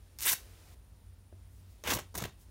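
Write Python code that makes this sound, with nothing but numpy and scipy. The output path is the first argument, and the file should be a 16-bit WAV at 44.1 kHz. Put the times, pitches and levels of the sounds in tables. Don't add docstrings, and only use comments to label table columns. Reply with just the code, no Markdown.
import sys
import numpy as np
from scipy import signal
from scipy.fft import rfft, irfft, next_fast_len
from scipy.io import wavfile
from scipy.ndimage import uniform_filter1d

SR = 44100
rng = np.random.default_rng(int(sys.argv[2]) if len(sys.argv) > 2 else 0)


def master(y):
    cut = np.clip(np.atleast_2d(y).T, -1, 1)
    pcm = np.round(cut * 32767)
    wavfile.write(sys.argv[1], SR, pcm.astype(np.int16))


N = 110250


def from_db(db):
    return 10 ** (np.asarray(db) / 20)


def rms_one(x):
    return x / np.sqrt(np.mean(x ** 2) + 1e-20)


def in_time(rows):
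    seconds, *columns = np.transpose(rows)
    return [np.interp(np.arange(N) / SR, seconds, column) for column in columns]


def resonance(x, hz, width_hz):
    radius = np.exp(-np.pi * width_hz / SR)
    feed = np.array([1, 0, -1]) * (1 - radius ** 2) / 2
    feedback = [1, -2 * radius * np.cos(2 * np.pi * hz / SR), radius ** 2]
    return signal.lfilter(feed, feedback, x + 1e-18)


def drift(rate_hz):
    pole = np.exp(-2 * np.pi * rate_hz / SR)
    wander = signal.lfilter([1], [1, -2 * pole, pole ** 2], rng.standard_normal(N + SR))
    return rms_one(wander[SR:])


def high_pass(x, order, hz):
    return signal.sosfilt(signal.butter(order, hz, "high", fs=SR, output="sos"), x)


def coloured(spectrum, patchy_db):
    hz, db = np.transpose(spectrum)
    edges = 22 * 2 ** np.arange(0, 9.9, .5)
    white = rng.standard_normal((2, N + SR))
    out = 0
    for k, (low, high) in enumerate(zip(edges, edges[1:])):
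        band_filter = signal.butter(2, [low, high], "band", fs=SR, output="sos")
        band = signal.sosfilt(band_filter, white[k % 2])[SR:]
        band_db = np.interp(np.log(low * high) / 2, np.log(hz), db)
        out = out + band * from_db(band_db + patchy_db * drift(4.5))
    return rms_one(out)


EVEN_SAMPLES = 900


def struck(clicks, body, cycles):
    ring = 0
    for k, (hz, db) in enumerate(body):
        blows = clicks * from_db(rng.normal(0, 2.5, N))
        tone = resonance(resonance(blows, hz, hz / cycles), hz, 4.8 * hz / cycles)
        ring = ring + (-1) ** k * from_db(db) * tone
    power = uniform_filter1d(ring ** 2, size=EVEN_SAMPLES)
    return rms_one(ring / (power + 1e-12) ** 0.33)


# start in seconds, length in seconds, extra level in dB.
JERKS = [(1.838, .002, 8), (1.874, .0015, 10), (1.877, .002, 8), (1.882, .006, 5), (1.892, .004, 7),
         (1.903, .012, 4), (1.917, .006, 5), (1.934, .0085, 7), (1.949, .004, 9), (1.967, .002, 7),
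         (1.974, .003, 5), (1.987, .0045, 10), (1.994, .003, 9), (2.0015, .0012, 14), (2.009, .003, 9),
         (2.143, .002, 7), (2.152, .006, 12), (2.160, .003, 6), (2.168, .0022, 14), (2.176, .004, 13),
         (2.1825, .007, 10), (2.204, .003, 6), (2.222, .006, 8), (2.239, .003, 13), (2.251, .008, 8),
         (2.276, .003, 5)]
JERK_FADE_S = .001


def jerks_db():
    t = np.arange(N) / SR
    total = 0
    for start, length, db in JERKS:
        fade = np.exp(-np.clip((t - start - length) / JERK_FADE_S, 0, 50))
        total = total + db * (t >= start) * fade
    return total


# time in seconds, then level in dB,
# before the jerks, of the finest crackle, thread snap, taut cloth's upper, middle and low ring, and flap.
RIP_LEVELS = [
    [(0.187, -46, -48, -71, -79, -74, -67), (0.191, -52, -46, -56.5, -60, -80, -65),
     (0.209, -50, -58, -66, -68, -75, -62), (0.223, -35.5, -42, -52, -58, -62, -80),
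     (0.243, -41, -38, -49.5, -60, -64, -60), (0.261, -28, -48, -38, -43, -46.5, -68),
     (0.281, -28, -30, -31.5, -44, -59, -72), (0.297, -25, -32, -34.5, -49.5, -55, -60),
     (0.311, -33.5, -35.5, -44.5, -47, -56, -55), (0.323, -27.5, -33, -43, -46, -52, -62),
     (0.333, -28.5, -34.5, -36, -41.5, -48, -69), (0.34, -34.5, -36, -45.5, -51.5, -52, -47)],
    [(1.838, -57.5, -54.5, -52, -59, -45, -58), (1.854, -52, -52, -48, -48, -58.5, -50),
     (1.878, -45, -45.5, -39, -44, -43, -43.5), (1.892, -45, -45.5, -42.5, -48, -39, -39),
     (1.904, -41, -36.5, -35, -41, -47, -47), (1.926, -38, -41, -38.5, -37.5, -34, -47),
     (1.938, -44, -39.5, -42, -44, -48, -40), (1.95, -41.5, -45, -59, -51, -46, -40.5),
     (1.974, -49, -51, -45, -45, -40.5, -38.5), (1.982, -80, -64, -58, -63, -63, -64),
     (1.99, -50, -54.5, -49, -46, -45.5, -65), (2.03, -92, -74, -82, -83, -77, -51)],
    [(2.143, -69.5, -58.5, -69.5, -57, -55, -58), (2.155, -49, -55, -52, -50.5, -47, -52),
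     (2.171, -53, -56.5, -66, -60, -57, -44), (2.183, -47, -51, -52.5, -61, -42, -45),
     (2.201, -60, -51, -53.5, -47, -72, -46), (2.217, -50.5, -52, -51, -59, -44.5, -52),
     (2.225, -52, -49, -51.5, -46, -40, -29.5), (2.233, -57.5, -63, -63, -60, -72, -56),
     (2.239, -55.5, -54, -47, -56, -59, -35), (2.257, -55, -55, -49, -55.5, -41.5, -47.5),
     (2.265, -64, -71, -64, -59, -69, -50), (2.277, -68, -73, -77, -63, -65, -45),
     (2.3, -76, -67, -78, -64, -83, -63)],
]
# frequency in Hz, relative level in dB.
FIBRE_MODES = [(8500, -1.5), (10500, -3.7), (12500, -0.1), (14200, 3.6), (15500, 1.3)]
THREAD_MODES = [(4200, -1), (5100, 2.6), (6000, 5), (7200, 2)]
CLOTH_MODES = [(1620, 5.5), (1950, 2), (2250, 3.5), (2600, 1.5), (2950, 3), (3350, 0.5), (3700, -1)]
FOLD_MODES = [(820, -1.5), (950, 1), (1100, 1.5), (1300, -4)]
SHEET_MODES = [(250, -2), (340, -1), (470, -2.5), (610, -3.5)]
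FLAP_MODES = [(60, 3.5), (98, 1.5), (170, -7.5)]
SNAPS_PER_MS, LOUD_DB = 5.5, -30
RATE_FOLLOWS = .4
SNAP_SPREAD_DB, CLUMP_DB, CLUMPS_PER_S = 3, 2.6, 290
STEADY_SAMPLES = 130


def rips():
    silent = [-120] * 6
    rows = []
    for rip in RIP_LEVELS:
        before, after = rip[0][0] - .001, rip[-1][0] + .004
        rows += [(before, *silent), *rip, (after, *silent)]
    levels, jerk_db = in_time(rows), jerks_db()

    tearing_db = np.maximum(levels[0], levels[2]) + jerk_db
    per_ms = SNAPS_PER_MS * from_db(RATE_FOLLOWS * (tearing_db - LOUD_DB))
    chance = np.clip(per_ms, .4, 30) * 1000 / SR
    scatter_db = SNAP_SPREAD_DB * np.minimum(rng.exponential(1, N), 3)
    sizes = from_db(scatter_db + CLUMP_DB * drift(CLUMPS_PER_S))
    snaps = sizes * rng.choice([-1, 1], N) * (rng.random(N) < chance)
    snaps = snaps / np.sqrt(uniform_filter1d(snaps ** 2, size=STEADY_SAMPLES) + 1e-6)

    bodies = [(FIBRE_MODES, 3.0, .95), (THREAD_MODES, 3.0, .95), (CLOTH_MODES, 9.0, .7),
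              (FOLD_MODES, 6.0, .6), (SHEET_MODES, 3.2, .2), (FLAP_MODES, 4.0, 0)]
    out = 0
    for db, (body, cycles, share) in zip(levels, bodies):
        out = out + from_db(db + share * jerk_db) * struck(snaps, body, cycles)
    return out


# time in seconds, click level in dB before its ringing.
LONE_SNAPS = [(0.1874, -31), (0.1932, -41), (0.2004, -27), (0.2073, -19.5), (0.2154, -28), (0.2187, -24),
              (0.226, -19), (0.2344, -17), (0.2558, -16), (1.874, -24), (1.9405, -36), (1.9484, -35)]


def lone_snaps():
    seconds, db = np.transpose(LONE_SNAPS)
    clicks = np.zeros(N)
    clicks[(seconds * SR).astype(int)] = from_db(db) * rng.choice([-1, 1], len(seconds))
    tick = resonance(clicks, 5400, 3500) - resonance(clicks, 13000, 4500)
    cloth_ring = resonance(clicks, 2600, 1500)
    return from_db(5) * tick + from_db(4) * cloth_ring


# start in seconds, level in dB before the modes' own levels.
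HAND_LANDINGS = [(1.326, -47.5)]
# frequency in Hz, relative level in dB, time to fall 60 dB in seconds.
THUD_MODES = [(376, 5.5, 0.023), (500, 4, 0.017), (593, 2, 0.022), (806, -7, 0.0087), (1610, -4, 0.01)]


def thud():
    t = np.arange(N) / SR
    out = 0
    for start, db in HAND_LANDINGS:
        age = np.maximum(t - start, 0)
        ring = 0
        for hz, mode_db, t60 in THUD_MODES:
            ring = ring + from_db(db + mode_db - 60 * age / t60) * np.sin(2 * np.pi * hz * age)
        out = out + ring * (1 - np.exp(-age / 0.0016))
    return out


# time in seconds, level in dB.
RUSTLE_LEVEL = [(0, -69), (.18, -69), (.4, -60.5), (.55, -63), (.742, -62), (.75, -71), (1.3, -73),
                (1.42, -70.5), (1.55, -71.5), (1.8, -68.5), (2.1, -70), (2.5, -70.5)]
# frequency in Hz, relative level per hertz in dB.
RUSTLE_COLOUR = [(180, -31), (300, -3), (354, -3.5), (502, -3.5), (900, -9.5), (3890, -12), (14700, -17.5),
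                 (16000, -24)]
# middle in seconds, length in seconds, level in dB at the middle.
BRUSHES = [(1.58, 0.17, -71), (1.72, 0.06, -69), (2.417, 0.054, -63.5)]
BRUSH_LOW_HZ = 4300


def rustle():
    t = np.arange(N) / SR
    hiss = from_db(in_time(RUSTLE_LEVEL)[0]) * coloured(RUSTLE_COLOUR, patchy_db=0.5)
    bright = rms_one(high_pass(rng.standard_normal(N), 2, BRUSH_LOW_HZ))
    strokes = sum(from_db(db) * np.exp(-(2 * (t - middle) / length) ** 2) for middle, length, db in BRUSHES)
    return hiss + strokes * bright


ROOM_T60_S, WALL_CUT_HZ = 0.23, 19200
ROOM_DB = -21
ROOM_PEAK_HZ, ROOM_PEAK_WIDTH_HZ, ROOM_PEAK_DB = 3040, 2900, -4.5


def room(x):
    size = next_fast_len(N + SR)
    one_late = np.exp(-2j * np.pi * np.arange(size // 2 + 1) / size)
    dull = np.exp(-2 * np.pi * WALL_CUT_HZ / SR)
    wall = (1 - dull) / (1 - dull * one_late)
    answer = 0
    lags = (rng.uniform(.006, .03, size=10) * SR).astype(int)
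    for k, lag in enumerate(lags):
        loop = from_db(-60 * lag / SR / ROOM_T60_S) * wall * one_late ** lag
        answer = answer + (-1) ** k * loop / (1 - loop)
    x = x + from_db(ROOM_PEAK_DB) * resonance(x, ROOM_PEAK_HZ, ROOM_PEAK_WIDTH_HZ)
    return irfft(rfft(x, size) * answer, size)[:N]


def narrow_noise(hz, width_hz):
    once = resonance(rng.standard_normal(N + SR), hz, width_hz)
    return rms_one(resonance(once, hz, width_hz)[SR:])


# frequency in Hz, relative level per hertz in dB.
AIR_COLOUR = [(82, -24), (140, -2), (188, 13), (221, -8), (385, -8), (550, -20), (657, -10), (740, -13),
              (5070, -39), (9750, -43), (16000, -21.5)]
# from seconds, to seconds.
WHIRR_PAUSES = [(1.145, 1.18), (1.615, 1.75)]
AIR_DB = -69
HUM_HZ, HUM_WIDTH_HZ, HUM_DB = 91, 11.1, -58
RUMBLE_HZ, RUMBLE_WIDTH_HZ, RUMBLE_DB, RUMBLE_SWELL_DB = 52.7, 32, -56.5, 0.8
WHIRR_HZ, WHIRR_WIDTH_HZ, WHIRR_DB = 9580, 280, -79


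def background():
    t = np.arange(N) / SR
    air = from_db(AIR_DB) * coloured(AIR_COLOUR, patchy_db=0.74)
    hum = from_db(HUM_DB) * narrow_noise(HUM_HZ, HUM_WIDTH_HZ)
    rumble_db = RUMBLE_DB + RUMBLE_SWELL_DB * drift(7.2)
    rumble = from_db(rumble_db) * narrow_noise(RUMBLE_HZ, RUMBLE_WIDTH_HZ)
    paused = sum((t > start) & (t < end) for start, end in WHIRR_PAUSES)
    whirr_on = uniform_filter1d(1. - paused, size=300)
    whirr = from_db(WHIRR_DB) * whirr_on * narrow_noise(WHIRR_HZ, WHIRR_WIDTH_HZ)
    return air + hum + rumble + whirr


def scene():
    near = rips() + lone_snaps() + thud()
    mix = near + from_db(ROOM_DB) * room(near) + rustle() + background()
    return mix[None]


MIC_LOW_HZ, CUTOFF_HZ = 35.7, 15750


def record(dry):
    thin = high_pass(dry, 3, MIC_LOW_HZ)
    return signal.sosfilt(signal.ellip(8, .5, 70, CUTOFF_HZ, fs=SR, output="sos"), thin)


dry = scene()
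out = record(dry)
master(out)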